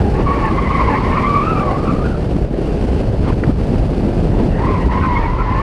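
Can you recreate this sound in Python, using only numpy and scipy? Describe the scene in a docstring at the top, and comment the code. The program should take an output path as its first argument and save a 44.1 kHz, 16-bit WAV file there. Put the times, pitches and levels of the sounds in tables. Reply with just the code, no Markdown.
"""A car is driven hard round cones on a car park, heard from a microphone on its side.
From the start, gusts of wind thump the microphone over the roar and hiss of the road and a low drone.
For two seconds the tyres chirp and squeal through a corner: rough as they scrub, purer as they bite.
Then the squeal stops, and the tyres knock over seams in the asphalt and scuff briefly.
From about 4.4 s they squeal through a last corner, settling into a clear note near 5.2 s."""
import sys
import numpy as np
from scipy import signal
from scipy.fft import rfft, irfft, next_fast_len
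from scipy.io import wavfile
from scipy.ndimage import uniform_filter1d, minimum_filter1d

SR = 44100
rng = np.random.default_rng(int(sys.argv[2]) if len(sys.argv) > 2 else 0)


def master(y):
    """Save y as 16-bit WAV."""
    cut = np.clip(np.atleast_2d(y).T, -1, 1)
    pcm = np.round(cut * 32767)  # scale
    wavfile.write(sys.argv[1], SR, pcm.astype(np.int16))


N = 247842
TIME = np.arange(N) / SR


def gain_of(db):
    """Turns decibels into a number to multiply a sound by."""
    return 10 ** (np.asarray(db) / 20)


def evened(x):
    """Scales a signal so that its average power is one."""
    return x / np.sqrt(np.mean(abs(x) ** 2) + 1e-20)


def curves(rows):
    """Joins the dots of a table: one curve for each column after the time."""
    s, *columns = np.transpose(rows)
    return [np.interp(TIME, s, column) for column in columns]


def hump(s, length):
    """A rounded rise to one and back, centred on time s."""
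    return np.exp(-np.minimum(abs(2 * (TIME - s) / length), 4) ** 3)


def noise(shape):
    """Noise in which shape(f) says how strong each frequency is."""
    size = next_fast_len(N)
    spectrum = rfft(rng.standard_normal(size)) * shape(np.fft.rfftfreq(size, 1 / SR))
    return evened(irfft(spectrum, size)[:N])


def coloured(points):
    """Noise whose tone colour follows a table of frequencies and levels."""
    hz, db = np.transpose(points)
    return noise(lambda f: gain_of(np.interp(np.log(f + 1), np.log(hz), db)))


def band(hz):
    """Noise a little over an octave wide around hz."""
    return noise(lambda f: (f / hz) ** 3 / (1 + (f / hz) ** 9))


def wander(rate):
    """A smooth random wobble, up to about rate times a second."""
    return noise(lambda f: 1 / (1 + (f / rate) ** 4))


def steadied(x, span, amount):
    """Partly flattens the chance swells in a noise that last longer than span seconds."""
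    window = signal.windows.hann(int(span * SR) + 3)
    power = signal.fftconvolve(abs(x) ** 2, window / window.sum(), "same")
    return evened(x / (power + 1e-3) ** (amount / 2))


def fuzz(width):
    """Random swings of strength and timing that blur a tone by about width Hz each way."""
    return steadied(wander(width) + 1j * wander(width), span=0.073, amount=0.34)


def tone(cycles, rough, width):
    """One tone from a running count of cycles: pure at rough=0, a band of noise at rough=1."""
    rough = np.clip(rough, 0, 1)
    strength = np.sqrt(1 - rough) + np.sqrt(rough) * fuzz(width)
    return np.sqrt(2) * (strength * np.exp(2j * np.pi * cycles)).real


# how the car's drone swells and fades: t/s, level/dB
DRONE_LEVELS = [(0, -31), (.85, -16), (1.1, -18.5), (1.3, -29), (2.2, -22.5), (2.5, -27), (3.2, -13.5),
                (3.7, -68), (5.62, -27)]
def drone():
    """The car under load hums a low, wavering note."""
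    db, = curves(DRONE_LEVELS)
    hz = 61 * (1 + 0.0583 * wander(2.8))
    return gain_of(db - 4) * tone(np.cumsum(hz) / SR, rough=0.96, width=5.9)


# swells of rumble: t/s, length/s, level/dB, f/Hz
RUMBLES = [(0.199, 0.019, -14.5, 430), (0.913, 0.13, -24.5, 530), (1.666, 0.089, -25, 601),
           (1.933, 0.058, -16.5, 244), (2.352, 0.054, -18.5, 300), (4.056, 0.08, -16, 236),
           (4.433, 0.092, -18.5, 248), (4.699, 0.056, -18.5, 389.6), (4.899, 0.71, -23, 213)]
def rumbles():
    """Rough air and rough asphalt bring short swells of low noise."""
    return sum(gain_of(db) * hump(s, length) * steadied(band(hz), span=0.04, amount=0.38)
               for s, length, db, hz in RUMBLES)


def pops(per_second=13, widths_s=(0.00089, 0.0014)):
    """Small swirls of air burst on the microphone, each one a push with its rebound."""
    out = np.zeros(N)
    for width_s in widths_s:
        u = np.arange(-SR // 50, SR // 50) / SR / width_s
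        push = (1 - u ** 2) * np.exp(-u ** 2 / 2)
        hits = rng.random(N) < per_second / len(widths_s) / SR
        bursts = hits * rng.choice([-1, 1], N) * rng.uniform(0.78, 1, N)
        out += signal.oaconvolve(bursts, push, "same")
    return out


# slow changes in the air and road noise: t/s, wind/dB, roar/dB, hiss/dB
AIR_LEVELS = [(0, -17, -17, -55), (.7, -23, -18, -54.5), (1.5, -23.5, -17, -53.5), (2.2, -21.5, -18, -55.5),
              (2.6, -22, -18.5, -56), (2.95, -20.5, -16.5, -53), (3.1, -18.5, -19, -56),
              (4.05, -20, -17, -54.5), (4.4, -17, -16.5, -56), (4.8, -18.5, -19.5, -56),
              (5.45, -17, -22.5, -62), (5.62, -20.5, -20.5, -57.5)]
# gusts, timed at the thump: t/s, length of each stage/s, surge/dB, thump/dB, duck/dB
WIND_GUSTS = [(1.11, 0.05, 1, 8, -0.5), (2.11, 0.039, 3, 1, 3), (2.43, 0.062, 0, 5.5, 5.5),
              (3.326, 0.031, 4.5, 5.5, 4), (3.518, 0.037, 2, 1.5, 5.5), (3.82, 0.079, 1.5, 4.5, 1),
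              (4.484, 0.037, 3.5, -7, 0), (4.86, 0.04, 3.5, 4, 5)]
def airflow():
    """Three levels: a gust surges and thumps the microphone, then roar and hiss duck briefly."""
    wind_db, roar_db, hiss_db = curves(AIR_LEVELS)
    thumps = sum(thump_db * hump(s, length) for s, length, _, thump_db, _ in WIND_GUSTS)
    swing = sum(surge_db * hump(s - length, length) - duck_db * hump(s + length, length)
                for s, length, surge_db, _, duck_db in WIND_GUSTS)
    return wind_db + thumps, roar_db + swing, hiss_db + 0.93 * swing


# tone colours of the wind on the microphone, the road's roar and its hiss: f/Hz, level/dB
WIND_COLOUR = [(12, -18), (24, -8), (38, 3), (55, 1), (80, -2.5), (120, -7.5), (250, -39.5), (600, -95)]
ROAR_COLOUR = [(40, -18.5), (90, -1), (140, 1.5), (250, -2.5), (400, -5), (600, -10), (800, -16.5),
               (1100, -25.5), (1600, -29), (2600, -39), (3600, -41), (7000, -94)]
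HISS_COLOUR = [(500, 8), (1500, 0), (2800, 7.5), (3500, -3), (4500, 3), (5500, -4), (6800, -9),
               (8500, -9.5), (10000, -11.5), (11200, -17.5), (12500, -27.5), (15000, -32.5)]
def wind_and_road():
    """Swirling air thumps the microphone and shakes the roar and the hiss together."""
    wind_db, roar_db, hiss_db = airflow()
    swirls, flicker = wander(29), wander(130)
    wind = gain_of(wind_db + 1) * steadied(coloured(WIND_COLOUR), span=0.13, amount=0.55)
    shaken_roar = coloured(ROAR_COLOUR) * gain_of(0.96 * swirls + 1.46 * flicker)
    roar = gain_of(roar_db - 0.45) * steadied(shaken_roar, span=0.19, amount=0.75)
    hiss = gain_of(hiss_db + 13) * evened(coloured(HISS_COLOUR) * gain_of(1.1 * swirls + flicker))
    return wind + roar + hiss + gain_of(roar_db + 9) * pops()


# hits from grit and seams: t/s, level/dB, fade time/s, f/Hz
KNOCKS = [(0.456, -45, 0.0036, 9500), (2.585, -4.5, 0.0041, 453), (3.301, -9, 0.0048, 402),
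          (3.323, -28, 0.0042, 1620), (3.436, -18, 0.0048, 1720), (3.443, -7, 0.0065, 325),
          (3.488, -1.5, 0.0066, 308), (4.03, -16, 0.0078, 560), (4.692, -10, 0.0043, 500)]
def knock(s, db, decay, hz):
    """Flung grit ticks on the car, or a seam knocks a tyre: noise that dies at once."""
    age = np.maximum(TIME - s, 0)
    rise = np.minimum(age * hz / 2, 1)  # two cycles long
    return gain_of(db) * rise * np.exp(-age / decay) * steadied(band(hz), span=0.025, amount=0.68)


# tone colour of dragged rubber: f/Hz, level/dB
SCRUB_COLOUR = [(400, -37), (780, 9), (1200, 7.5), (1550, -1.5), (2200, -3.5), (2900, -9), (3600, -15.5),
                (4500, -15), (7000, -33), (12000, -70)]
def scrub():
    """The even noise of rubber dragging over asphalt."""
    return coloured(SCRUB_COLOUR)


# brief sideways drags: t/s, length/s, level/dB
TYRE_SCUFFS = [(0.197, 0.059, -29), (3.277, 0.076, -31), (3.5, 0.045, -35)]
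def scuffs():
    """A tyre is dragged sideways for a moment without finding a note."""
    return scrub() * sum(gain_of(db) * hump(s, length) for s, length, db in TYRE_SCUFFS)


# short slips: t/s, f/Hz, level/dB, length/s, overtone/times the pitch, overtone/dB against the note
TYRE_CHIRPS = [(.585, 1100, -18.5, 0.021, 1.7, -17), (0.714, 1124, -16, 0.028, 2.1, -26),
               (0.811, 1090, -15, 0.039, 1.96, -15), (0.885, 1033, -16.5, 0.018, 1.85, -24),
               (0.962, 1073, -21, 0.041, 1.97, -3), (1.171, 1280, -22, 0.031, 1.9, -15),
               (1.887, 1280, -25.5, 0.07, 1.92, -15), (2.06, 1450, -26, 0.031, 1.7, -18),
               (3.304, 1016, -26.5, 0.014, 2.43, -10), (5.042, 1495, -28, 0.049, 1.57, -7),
               (5.045, 1265, -25, 0.034, 1.57, -15), (5.407, 1330, -26.5, 0.05, 1.7, -14)]
def chirps():
    """A bump takes weight off a tyre, and its tread yelps and scrapes for a moment."""
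    note_blur, overtone_blur = steadied(fuzz(95), span=0.03, amount=0.83), fuzz(230)
    scrape = gain_of(-11.5) * scrub()
    out = np.zeros(N)
    for s, hz, db, length, ratio, overtone_db in TYRE_CHIRPS:
        near = abs(TIME - s) < 2 * length
        t = TIME[near] - s
        note = note_blur[near] * np.exp(2j * np.pi * hz * t)
        overtone = gain_of(overtone_db) * overtone_blur[near] * np.exp(2j * np.pi * hz * ratio * t)
        yelp = np.sqrt(2) * (note + overtone).real
        out[near] += gain_of(db) * np.exp(-(2 * t / length) ** 2) * (yelp + scrape[near])
    return out


def stick_slip(hz, jitter, rate):
    """Counts the cycles of rubber gripping and letting go, their pace shaken by grainy asphalt."""
    return np.cumsum(hz * (1 + jitter * wander(rate))) / SR


# short tyre cries: t/s, length/s, f/Hz, glide/Hz per s, level/dB, octave/dB, smear/0-1
TYRE_CRIES = [(0.07, 0.16, 830, -200, -28.5, -41, 0.2), (0.199, 0.12, 898, 600, -30, -40.5, 0.5),
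              (.2, 0.13, 1138, 298, -35, -52, 0.3), (0.319, 0.079, 952, 203, -28.5, -33.5, 0.2),
              (0.451, 0.15, 902, -600, -23, -30.5, 0.2), (0.731, 0.41, 1041, 2, -37, -32.5, 0.25),
              (0.929, 0.071, 892, -300, -20, -28, 0.2), (1.108, 0.24, 933, 95, -31.5, -36, 0),
              (1.185, 0.11, 1137, 0, -24, -40, 0.7), (1.25, 0.079, 1065, 600, -22.5, -30.5, 0.08),
              (1.374, 0.059, 1171, -1100, -15, -32.5, 0.02), (1.59, 0.089, 1205, -350, -30, -42, 0),
              (1.665, 0.24, 764, 6, -26.5, -43, 0.5), (1.695, 0.15, 1038, 0, -37, -41, 0),
              (1.905, 0.08, 1194, -600, -37, -40, 0), (2.005, 0.047, 1215, 300, -30, -42, 0.1),
              (2.118, 0.11, 1406, -400, -34, -54, 0.94), (4.358, .13, 953, 1201, -33.5, -45, 0.6),
              (4.6, 0.18, 931, 0, -38, -39.5, 0.6), (4.732, .15, 1128, 0, -33, -41, 0.8),
              (4.824, 0.05, 967, 513, -47, -33.5, 0.07), (4.995, 0.06, 1111, 704, -23.5, -37.5, 0),
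              (5.01, .2, 966, 2, -40, -36, 0), (5.163, 0.14, 1098, 698, -28, -34, 0),
              (5.24, 0.06, 1160, -500, -38, -30, 0.07), (5.6, 0.29, 906, 98, -30, -33, 0.16)]
def cries(rough=0.45):
    """Short tyre cries with their octaves, wavering or smeared, on and around the main squeal."""
    clear = np.sqrt(1 - rough) + np.sqrt(rough) * fuzz(37)
    smeared = steadied(fuzz(150), span=0.036, amount=0.91)
    gritty = steadied(fuzz(300), span=0.032, amount=0.79)
    rasp = fuzz(220)
    chatter = evened(gain_of(3 * wander(30)))  # the overtones come and go raggedly
    drift_s = stick_slip(0.98, jitter=0.01423, rate=60) - TIME  # wavers about 2% under the listed pitch
    out = np.zeros(N)
    for s, length, hz, glide, db, octave_db, smear in TYRE_CRIES:
        near = abs(TIME - s) < length
        t = TIME[near] - s
        wave = np.exp(2j * np.pi * (hz * (t + drift_s[near]) + glide * t ** 2 / 2))
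        howl = np.sqrt(1 - smear) * clear[near] + np.sqrt(smear) * smeared[near]
        # the octave smears twice as readily
        octave = (1 - smear) * clear[near] + np.sqrt(1 - (1 - smear) ** 2) * gritty[near]
        third_db = octave_db - 8 - 35.5 * abs(np.log2(hz / 900))  # strongest for cries near 900 Hz
        overtones = gain_of(octave_db) * octave * wave ** 2 + gain_of(third_db) * rasp[near] * wave ** 3
        cry = gain_of(db) * howl * wave + chatter[near] * overtones
        out[near] += np.sqrt(2) * hump(s, length)[near] * cry.real
    return out * evened(gain_of(1.55 * wander(33)))


# the sliding tread bites into a louder, purer note: t/s, length/s, rise/dB
TREAD_BITES = [(0.312, 0.091, 8), (0.437, 0.077, 6), (0.764, 0.052, 6), (1.27, 0.036, 12),
               (1.308, 0.027, 10), (1.338, 0.02, 9), (1.502, 0.075, 7), (1.686, 0.036, 6.5),
               (1.757, 0.026, 6), (1.886, 0.056, 7), (4.741, 0.043, 2.5), (4.963, 0.054, 3),
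               (5.052, 0.052, 8.5), (5.117, 0.06, 6.5), (5.324, 0.039, 3.5), (5.492, 0.084, 3.5),
               (5.58, 0.12, 3.5)]
# the tread grips again and the howl dips: t/s, length/s
TREAD_GRIPS = [(0.395, 0.044), (0.555, 0.026), (0.63, 0.088), (0.79, 0.018), (.855, 0.041), (0.99, 0.024),
               (1.428, 0.014), (1.827, 0.044), (1.965, 0.022)]
def slide(slide_db):
    """Howl level, octave level and roughness: harder sliding is brighter, a bite louder and purer."""
    bite_db = sum(rise_db * hump(s, length) for s, length, rise_db in TREAD_BITES)
    grip_db = -2 * sum(hump(s, length) for s, length in TREAD_GRIPS)
    sing_db = 12 * hump(5.21, length=0.36)  # deep in the last corner the tyre settles and sings
    rough = 0.634 * gain_of(-2.11 * bite_db - sing_db)
    octave_db = -35.5 + 2.3 * (slide_db + 26.5)  # a full slide is -26.5 dB
    return slide_db + bite_db + grip_db, octave_db, rough


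# the loaded tyre's squeal, one table a corner: t/s, f/Hz, level of sliding/dB
FIRST_CORNER = [(.275, 1108, -27.5), (.5, 1100, -28.5), (.65, 1055, -30), (.74, 1095, -26.5),
                (.86, 1053, -26.5), (1.0, 1035, -26), (1.28, 1150, -27.5), (1.41, 1145, -26.5),
                (1.505, 1325, -28), (1.7, 1085, -31), (1.83, 1150, -33.5), (1.95, 1160, -35),
                (2.03, 1250, -37)]
LAST_CORNER = [(4.6, 900, -29.5), (4.7, 1045, -28), (4.88, 950, -34), (4.925, 945, -25),
               (5.03, 1065, -30.5), (5.11, 977, -26.5), (5.21, 925, -26.5), (5.27, 960, -27),
               (5.34, 1024, -30), (5.47, 973, -27.7), (5.61, 1091, -28)]
def loaded_tyre(corner, fade_s=0.031):
    """The tyre carrying most weight howls; the rougher it slides, the more it smears and stutters."""
    hz, slide_db = curves(corner)
    howl_db, octave_db, rough = slide(slide_db)
    wavering_hz = hz * (1 + 0.00896 * wander(21.4))
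    cycles = stick_slip(wavering_hz, jitter=0.0284 * np.clip(rough + 0.17, 0, 1), rate=77)
    howl = gain_of(howl_db + 2) * tone(cycles, rough + 0.028, width=98)
    octave = gain_of(octave_db) * tone(2 * cycles, rough + 0.2, width=180)
    third = gain_of(octave_db - 20.5) * tone(3 * cycles, rough=0.88, width=290)
    # a second rib of the tread sounds 5% higher and beats against the howl
    rib_cycles = stick_slip(hz * 1.05, jitter=0.03, rate=18)
    rib = gain_of(slide_db - 5.5) * tone(rib_cycles, rough=0.27, width=25)
    rib_octave = gain_of(octave_db - 7) * tone(2 * rib_cycles, rough=0.8, width=60)
    flutter = gain_of(2.8 * np.sqrt(rough) * wander(50))
    drag = gain_of(0.5 * octave_db - 11.25) * scrub()  # rubber scrubs more evenly than it howls
    inside_s = np.minimum(TIME - corner[0][0], corner[-1][0] - TIME)  # negative outside the corner
    fade = np.clip(1 + inside_s / fade_s, 0, 1)
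    return fade * (flutter * (howl + octave + third + rib + rib_octave) + drag)


def scene():
    """Tyres, wind and car at one microphone."""
    tyres = loaded_tyre(FIRST_CORNER) + loaded_tyre(LAST_CORNER) + cries() + chirps() + scuffs()
    knocks = sum(knock(*row) for row in KNOCKS)
    return (tyres + knocks + wind_and_road() + rumbles() + drone())[None]


def record(dry):
    """A limiter turns down the highest peaks; then the very top of the treble is cut."""
    needed_gain = np.minimum(1, 0.8 / (abs(dry[0]) + 1e-9))
    gain = uniform_filter1d(minimum_filter1d(needed_gain, size=1100), size=900)
    soft_ends = signal.windows.tukey(N, 0.001)
    treble_cut = signal.firwin(511, cutoff=15100, window=("kaiser", 9), fs=SR)
    return signal.oaconvolve(dry * gain * soft_ends, treble_cut[None], "same")


dry = scene()
out = record(dry)
master(out)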